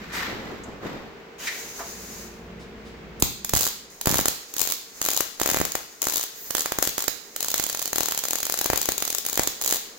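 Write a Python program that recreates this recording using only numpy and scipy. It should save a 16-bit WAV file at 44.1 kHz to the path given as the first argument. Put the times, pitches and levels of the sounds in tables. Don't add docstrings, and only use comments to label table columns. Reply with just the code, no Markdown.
import sys
import numpy as np
from scipy import signal
from scipy.fft import rfft, irfft
from scipy.io import wavfile

SR = 44100
rng = np.random.default_rng(int(sys.argv[2]) if len(sys.argv) > 2 else 0)


def wav_out(sig):
    wavfile.write(sys.argv[1], SR, np.round(np.clip(np.atleast_2d(sig).T, -1, 1) * 32767).astype(np.int16))


N = 440118
TIME = np.arange(N) / SR
SIZE = 2 ** 19
FREQ = np.maximum(np.arange(SIZE // 2 + 1) * SR / SIZE, 1)

# time in seconds, level in dB.
FAN_LEVEL = [(0, -45.5), (3.2, -45), (3.3, -52), (6, -54), (9.98, -50)]
# frequency in Hz, level in dB.
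FAN_SPECTRUM = [(30, -31), (100, -16.5), (230, 0.5), (430, 3), (700, -3), (1300, -7), (2200, -8),
                (3500, -16.5), (7000, -26), (10000, -42), (15500, -29)]
# frequency in Hz, level in dB.
FAN_TONES = [(404, -11), (459, -9.5)]
# time in seconds, level in dB.
RUMBLE_LEVEL = [(0, -43), (1.5, -60), (2, -47.5), (2.55, -43.5), (3.2, -44), (4.4, -70)]
# frequency in Hz, level in dB.
RUMBLE_SPECTRUM = [(20, -18), (55, -5), (120, -8.5), (190, 2), (310, -16.5), (700, -59), (1500, -87)]
# frequency in Hz, level in dB.
HUM_TONES = [(58, -7), (96, -18), (220, -8.5), (354, -12)]
# frequency in Hz, time to fall 60 dB in seconds.
ROOM_T60 = [(100, .4), (500, .45), (2000, .62), (5000, .64), (7500, .54), (11000, .42), (15000, .33)]
# frequency in Hz, gain in dB.
ROOM_COLOUR = [(50, -0.5), (150, -4), (500, -7.5), (1500, -2.5), (4000, 4), (7000, -3.5), (15000, 0.5)]
# peak in seconds, rise in seconds, fall in seconds,
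# dull rub level in dB, gritty scrape level in dB.
DRAGS = [(.03, .1, 0.28, -45.5, -42.5), (.155, .025, 0.1, -40.5, -31), (.225, 0.096, 0.072, -38, -29.5),
         (.32, 0.06, .1, -32.5, -40.5), (.47, 0.12, 0.16, -33.5, -42.5), (.7, 0.05, 0.096, -38, -51),
         (.87, 0.047, 0.11, -31, -39), (.96, .06, 0.13, -36, -53)]
# frequency in Hz, level in dB.
RUB_SPECTRUM = [(25, -11), (50, -10), (120, -5.5), (230, -1), (430, -4), (700, -10), (1500, -18.5),
                (3000, -82)]
# frequency in Hz, level in dB.
SCRAPE_SPECTRUM = [(400, -29), (900, -5), (2000, -2.5), (2600, -10), (7400, -20.5), (9700, -40),
                   (12000, -25), (16000, -28)]
# start in seconds, level in dB, centre in Hz,
# width of one filter pass in Hz, time to the peak in seconds.
SMALL_SOUNDS = [(0.12, -39.5, 5400, 5940, 0.031), (0.127, -47, 13500, 3000, 0.034),
                (0.635, -43, 6950, 1800, 0.004), (1.382, -39.5, 1990, 3120, 0.066),
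                (1.469, -26.5, 2070, 700, 0.0094), (1.47, -32.5, 4370, 4450, 0.0054),
                (1.789, -34.5, 1080, 960, 0.013), (2.593, -54.5, 4400, 5000, 0.021),
                (2.846, -55.5, 3880, 4840, 0.025), (3.198, -32, 11700, 12000, 0.0035),
                (6.34, -41, 14600, 2993, 0.11)]
# frequency in Hz, level in dB, time to fall 60 dB in seconds.
PANEL_MODES = [(678, 1, 0.22), (873, -2, 0.21), (1180, -3, 0.12)]
# opening in seconds, closing in seconds, settled level in dB.
GAS_VALVE = [(1.379, 2.21, -38.5), (4.47, 4.743, -43), (4.935, 5.2, -44), (5.376, 5.72, -42),
             (6.328, 7.1, -45), (7.35, 9.77, -44)]
# frequency in Hz, level in dB.
GAS_SPECTRUM = [(500, -3), (2000, -2), (3200, -9), (5500, 0.5), (6100, 0.5), (6500, 1), (7100, 0),
                (9000, -8), (11500, -6.5), (15500, -5.5)]
# centre in Hz, width in Hz, lift in dB.
NOZZLE_RESONANCES = [(6600, 650, 6.3), (12700, 500, 3.5), (13950, 400, 3.5), (15150, 550, 5)]
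# time in seconds, crack level in dB, pressure puff level in dB.
POPS = [(3.224, -6.5, -17), (3.447, -18, -31.5), (3.494, -18, -28.5), (3.536, -12.5, -18),
        (3.551, -15, -42), (3.563, -13, -21), (3.571, -13.5, -26), (3.667, -17, -23.5), (4.013, -19.5, -33),
        (4.058, -15, -23.5), (4.072, -13, -16.5), (4.143, -14, -18.5), (4.191, -22, -16.5),
        (4.257, -12.5, -18), (4.283, -10, -21), (4.539, -24.5, -52), (4.594, -16, -48),
        (4.722, -15.5, -26.5), (5.016, -15.5, -21.5), (5.062, -16.5, -23), (5.087, -14, -21.5),
        (5.206, -13.5, -19), (5.399, -20.5, -25), (5.415, -15, -18.5), (5.433, -19, -29), (5.46, -16, -20),
        (5.49, -18, -20), (5.545, -17.5, -17.5), (5.571, -20, -18), (5.614, -18, -17), (5.652, -17, -25.5),
        (5.72, -21.5, -50), (5.753, -16.5, -19), (6.019, -15, -35), (6.07, -17, -20), (6.196, -21, -28.5),
        (6.507, -18, -27), (6.551, -14.5, -18.5), (6.582, -17, -22), (6.659, -18, -19), (6.721, -18, -19),
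        (6.787, -16.5, -20), (6.826, -10.5, -19.5), (6.874, -14.5, -22.5), (6.981, -16, -22.5),
        (7.081, -15, -19), (7.363, -19.5, -29.5), (7.406, -17.5, -29.5), (7.428, -16.5, -31),
        (7.542, -13, -20.5), (7.598, -15, -22.5), (7.748, -20.5, -25.5), (7.931, -17, -22.5),
        (7.959, -14.5, -24), (7.983, -15.5, -23), (8.007, -14.5, -20.5), (8.058, -18.5, -30),
        (8.085, -17, -24), (8.122, -18, -23), (8.238, -18.5, -27.5), (8.333, -16, -24.5),
        (8.43, -16.5, -25.5), (8.498, -17, -24.5), (8.541, -17.5, -25), (8.613, -16.5, -22),
        (8.659, -17, -21.5), (8.701, -16, -15.5), (8.733, -17.5, -16), (8.889, -13.5, -18),
        (9.024, -15.5, -22.5), (9.376, -13, -18), (9.395, -13, -14.5), (9.474, -12.5, -21),
        (9.614, -19, -33), (9.725, -12.5, -20)]
# start in seconds, bass level in dB,
# pulse time constant in seconds.
BLOWOUTS = [(3.226, -12, 0.0021), (3.537, -14, .0025), (3.563, -20.5, 0.0022), (4.072, -12.5, .0016),
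            (4.107, -16, 0.00096), (4.126, -15, 0.0011), (4.157, -20, 0.0024), (4.194, -20, 0.0011),
            (4.213, -21, 0.0013), (5.52, -21, 0.00095), (5.571, -22, 0.00086), (5.601, -20, 0.0021),
            (5.613, -21, 0.0009), (8.701, -28, 0.0027), (8.734, -26, 0.0021), (9.393, -31, 0.0014)]
# start in seconds, end in seconds, nominal shorts per second,
# mean crack level in dB, mean puff level in dB.
RUNS = [(3.536, 3.686, 117, -19, -41), (4.058, 4.211, 100, -19, -28.5), (4.566, 4.737, 86, -21.5, -37.5),
        (5.016, 5.175, 85, -20, -34.5), (5.461, 5.613, 74, -18.5, -25.5),
        (6.018, 6.238, 82.4, -20.5, -33.5), (6.551, 6.619, 80, -20.5, -37),
        (6.826, 6.892, 52.5, -19.5, -34.5), (6.982, 7.041, 59, -19, -33), (7.406, 7.877, 48.7, -21, -35.5),
        (7.931, 8.19, 47.5, -19.5, -33), (8.238, 8.66, 39, -19, -31.5), (8.701, 8.92, 38, -18.5, -31.5),
        (8.98, 9.184, 35.4, -20.5, -36.5), (9.251, 9.434, 53, -20.5, -34.5), (9.614, 9.768, 87, -19.5, -36)]
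# frequency in Hz, level in dB.
CRACK_SPECTRUM = [(150, -12), (400, -5), (1100, -7), (2000, -14), (3000, -9), (4300, -6.5), (5800, -4.5),
                  (7600, -1.5), (8700, -9.5), (9700, -9), (11000, -5), (15500, -3.5)]

KNOCK_S, KNOCK_DB = 1.803, -35.5
GAS_RISE_S, GAS_FALL_S, SURGE_DB, SURGE_S = 0.023, 0.074, 5, 0.67
LINGER_S, LINGER_DB = 3.9, -46
BEAT_JITTER, CRACK_SPREAD_DB, PUFF_SPREAD_DB = .22, 2.5, 3
TOP_HZ = 15900


def amp(db):
    return 10 ** (np.asarray(db) / 20)


def curve(rows):
    seconds, db = np.transpose(rows)
    return amp(np.interp(TIME, seconds, db))


def shape(points):
    hz, db = np.transpose(points)
    return np.interp(np.log(FREQ), np.log(hz), db)


def unit(x):
    return x / np.sqrt(np.mean(x ** 2))


def colour(x, db):
    cepstrum = irfft(db * np.log(10) / 20)
    cepstrum[1:SIZE // 2] *= 2
    cepstrum[SIZE // 2 + 1:] = 0
    response = np.exp(rfft(cepstrum))
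    return irfft(rfft(x, SIZE) * response)[..., :N]


def pair(size, alike):
    shared = rng.standard_normal(size)
    separate = rng.standard_normal((2, size))
    return np.sqrt(alike) * shared + np.sqrt(1 - alike) * separate


def walk(rate):
    knots = rng.standard_normal(2048)
    return np.interp(TIME * rate, np.arange(len(knots)), knots)


def noise(db, spread_hz=900):
    mid, side = rng.standard_normal((2, N))
    side = colour(side, db - 10 * np.log10(1 + (spread_hz / FREQ) ** 2))
    return unit(colour(mid, db) + side * np.array([[1], [-1]]))


def tones(lines, waver):
    total = 0
    for hz, db in lines:
        phase = 2 * np.pi * hz * TIME + waver * walk(3.3)
        total = total + amp(db) * np.sqrt(2) * np.sin(phase)
    return total


def add(track, s, sound):
    start = max(int(s * SR), 0)
    part = sound[..., :max(N - start, 0)]
    track[..., start:start + part.shape[-1]] += part


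def background(rumble_db=-2):
    rush = noise(shape(FAN_SPECTRUM), spread_hz=830) * amp(.5 * walk(18))
    fan = (rush + tones(FAN_TONES, waver=0.77)) * curve(FAN_LEVEL)
    rumble = amp(rumble_db) * noise(shape(RUMBLE_SPECTRUM), spread_hz=680)
    hum = tones(HUM_TONES, waver=0.22)
    return fan + (rumble + hum) * curve(RUMBLE_LEVEL)


def garage(x, wet_db=-4.0, build_s=0.00011, echo_s=.0172, echo_db=-19):
    t = np.arange(SR) / SR
    hz, t60 = np.transpose(ROOM_T60)
    spectrum, bins = rfft(rng.standard_normal((2, SR))), np.arange(SR // 2 + 1)
    edges = np.geomspace(20, SR / 2, 21)
    tail = 0
    for low, high in zip(edges, edges[1:]):
        seconds = np.interp(np.log(low * high) / 2, np.log(hz), t60)
        band = irfft(spectrum * ((bins >= low) & (bins < high)))
        tail = tail + band * np.exp(-np.log(1000) * t / seconds)
    build = 1 - np.exp(-t / build_s)
    response = unit(tail * build) / np.sqrt(SR) * amp(wet_db)
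    for ear in response:
        add(ear, echo_s * rng.uniform(.97, 1.03), amp([echo_db]))
    wet = signal.fftconvolve(x, response, axes=1)[:, :N]
    return colour(wet, shape(ROOM_COLOUR))


def shuffle(trim_db=-2):
    catch, grit = 1.5 * walk(35), 1.8 * walk(190)
    dull, gritty = 0, 0
    for s, rise, fall, dull_db, gritty_db in DRAGS:
        age = TIME - s
        swell = np.exp(-np.where(age < 0, (age / rise) ** 2, age / fall))
        dull = np.hypot(dull, amp(dull_db) * swell)
        gritty = np.hypot(gritty, amp(gritty_db) * swell)
    rub = noise(shape(RUB_SPECTRUM)) * dull * amp(trim_db + catch)
    scrape = noise(shape(SCRAPE_SPECTRUM)) * gritty * amp(trim_db + grit)
    return rub + scrape


def small_sounds():
    out, t = np.zeros((2, N)), np.arange(SR // 2) / SR
    for s, db, hz, width, length in SMALL_SOUNDS:
        b, a = signal.iirpeak(hz, hz / width, fs=SR)
        once = signal.lfilter(b, a, pair(len(t), alike=0.57))
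        band = unit(signal.lfilter(b, a, once))
        swell = t / length * np.exp(1 - t / length)
        add(out, s, amp(db) * band * swell)
    ring = 0
    for hz, db, t60 in PANEL_MODES:
        ring = ring + amp(db) * np.sin(2 * np.pi * hz * t) * np.exp(-np.log(1000) * t / t60)
    add(out, KNOCK_S, amp(KNOCK_DB) * ring)
    return out


def nozzle():
    return sum(db / (1 + (2 * (FREQ - hz) / width) ** 2) for hz, width, db in NOZZLE_RESONANCES)


def gas():
    flow = amp(LINGER_DB) * (TIME > LINGER_S)
    for opens, closes, db in GAS_VALVE:
        age, shut = np.maximum(TIME - opens, 0), np.maximum(TIME - closes, 0)
        pressure = amp(db + SURGE_DB * np.exp(-age / SURGE_S))
        gate = (1 - np.exp(-age / GAS_RISE_S)) * np.exp(-shut / GAS_FALL_S)
        flow = np.hypot(flow, pressure * gate)
    flutter = amp(2.1 * walk(30))
    return noise(shape(GAS_SPECTRUM) + nozzle()) * flow * flutter


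def shorts():
    out = list(POPS)
    pops = np.array(POPS)[:, 0]
    for start, end, rate, crack_db, puff_db in RUNS:
        chance = iter(rng.standard_normal((128, 3)))
        half_beat = .5 / rate
        edges = [s for s in (start, end) if np.abs(pops - s).min() > half_beat]
        marks = sorted(edges + [s for s in pops if start - half_beat <= s <= end + half_beat])
        beats = [(s, 0) for s in edges]
        for a, b in zip(marks, marks[1:]):
            between = np.linspace(a, b, round((b - a) * rate) + 1)[1:-1]
            beats += [(s, BEAT_JITTER / rate) for s in between]
        for (s, jitter), (late, sharp, deep) in zip(beats, chance):
            crack_level = crack_db + CRACK_SPREAD_DB * sharp
            puff_level = puff_db + PUFF_SPREAD_DB * deep
            out.append((s + jitter * late, crack_level, puff_level))
    return out


def puff(width_s):
    age = np.arange(SR // 20) / SR / width_s
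    return (1 - age) * np.exp(-age)


def puffs(bursts, width_s=0.00029, growth_per_db=0.062, width_spread=.18,
          puff_db=14, blowout_db=4, right_db=2, turn=1.23):
    out, bass = np.zeros((2, N))
    for (s, _, db), chance in zip(bursts, rng.standard_normal(1024)):
        width = width_s * np.exp(growth_per_db * (db + 23.5) + width_spread * chance)
        add(out, s, amp(db + puff_db) * puff(width))
    for s, db, length in BLOWOUTS:
        add(bass, s, amp(db + blowout_db) * puff(length))
    # (Hz, dB)
    puff_colour = [(30, 10.5), (200, -1.5), (350, 3), (900, 1), (1500, 1.0), (2100, 0.5),
                   (3500, -5.5), (8000, -26.0)]
    bass_colour = [(20, -6), (130, 5), (300, 2.5), (1500, -20)]
    right = colour(out, shape(puff_colour)) + colour(bass, shape(bass_colour))
    left = np.real(signal.hilbert(right, SIZE)[:N] * np.exp(-1j * turn))
    return np.array([left * amp(-right_db / 2), right * amp(right_db / 2)])


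def crack(db, swell_s=0.00069, left_db=0.96, sway_db=5.0):
    length, side = rng.standard_normal(2)
    age = np.arange(SR // 100) / SR / (swell_s * np.exp(.17 * length))
    spectrum = rfft(pair(len(age), alike=0.66) * age ** 2 * np.exp(-age))
    even = irfft(spectrum / np.sqrt(np.abs(spectrum)), len(age))
    burst = even * np.minimum(age, 1) / (1 + (age / 8) ** 4)
    tilt_db = np.array([[1], [-1]]) * (left_db + sway_db * side) / 2
    return unit(burst) * amp(db + tilt_db)


def scatter(x, turn=2.48, step_hz=900):
    knots = rng.standard_normal(256)
    phase = turn * np.interp(FREQ / step_hz, np.arange(len(knots)), knots)
    right = irfft(rfft(x[1], SIZE) * np.exp(1j * phase))[:N]
    return np.array([x[0], right])


def cracks(bursts, crack_db=-2):
    out = np.zeros((2, N))
    for s, db, _ in bursts:
        add(out, s - .001, crack(db))
    return scatter(colour(out, shape(CRACK_SPECTRUM) + nozzle() + crack_db))


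def scene():
    floor = background()
    work = small_sounds() + amp(-3.5) * gas() + shuffle()
    bursts = shorts()
    near = work + cracks(bursts) + puffs(bursts)
    return near + garage(near) + floor


def record(dry, ceiling=1.0):
    rounded = ceiling * np.tanh(dry / ceiling)
    low_pass = signal.ellip(10, .2, 70, TOP_HZ, fs=SR, output="sos")
    return signal.sosfilt(low_pass, rounded)


dry = scene()
out = record(dry)
wav_out(out)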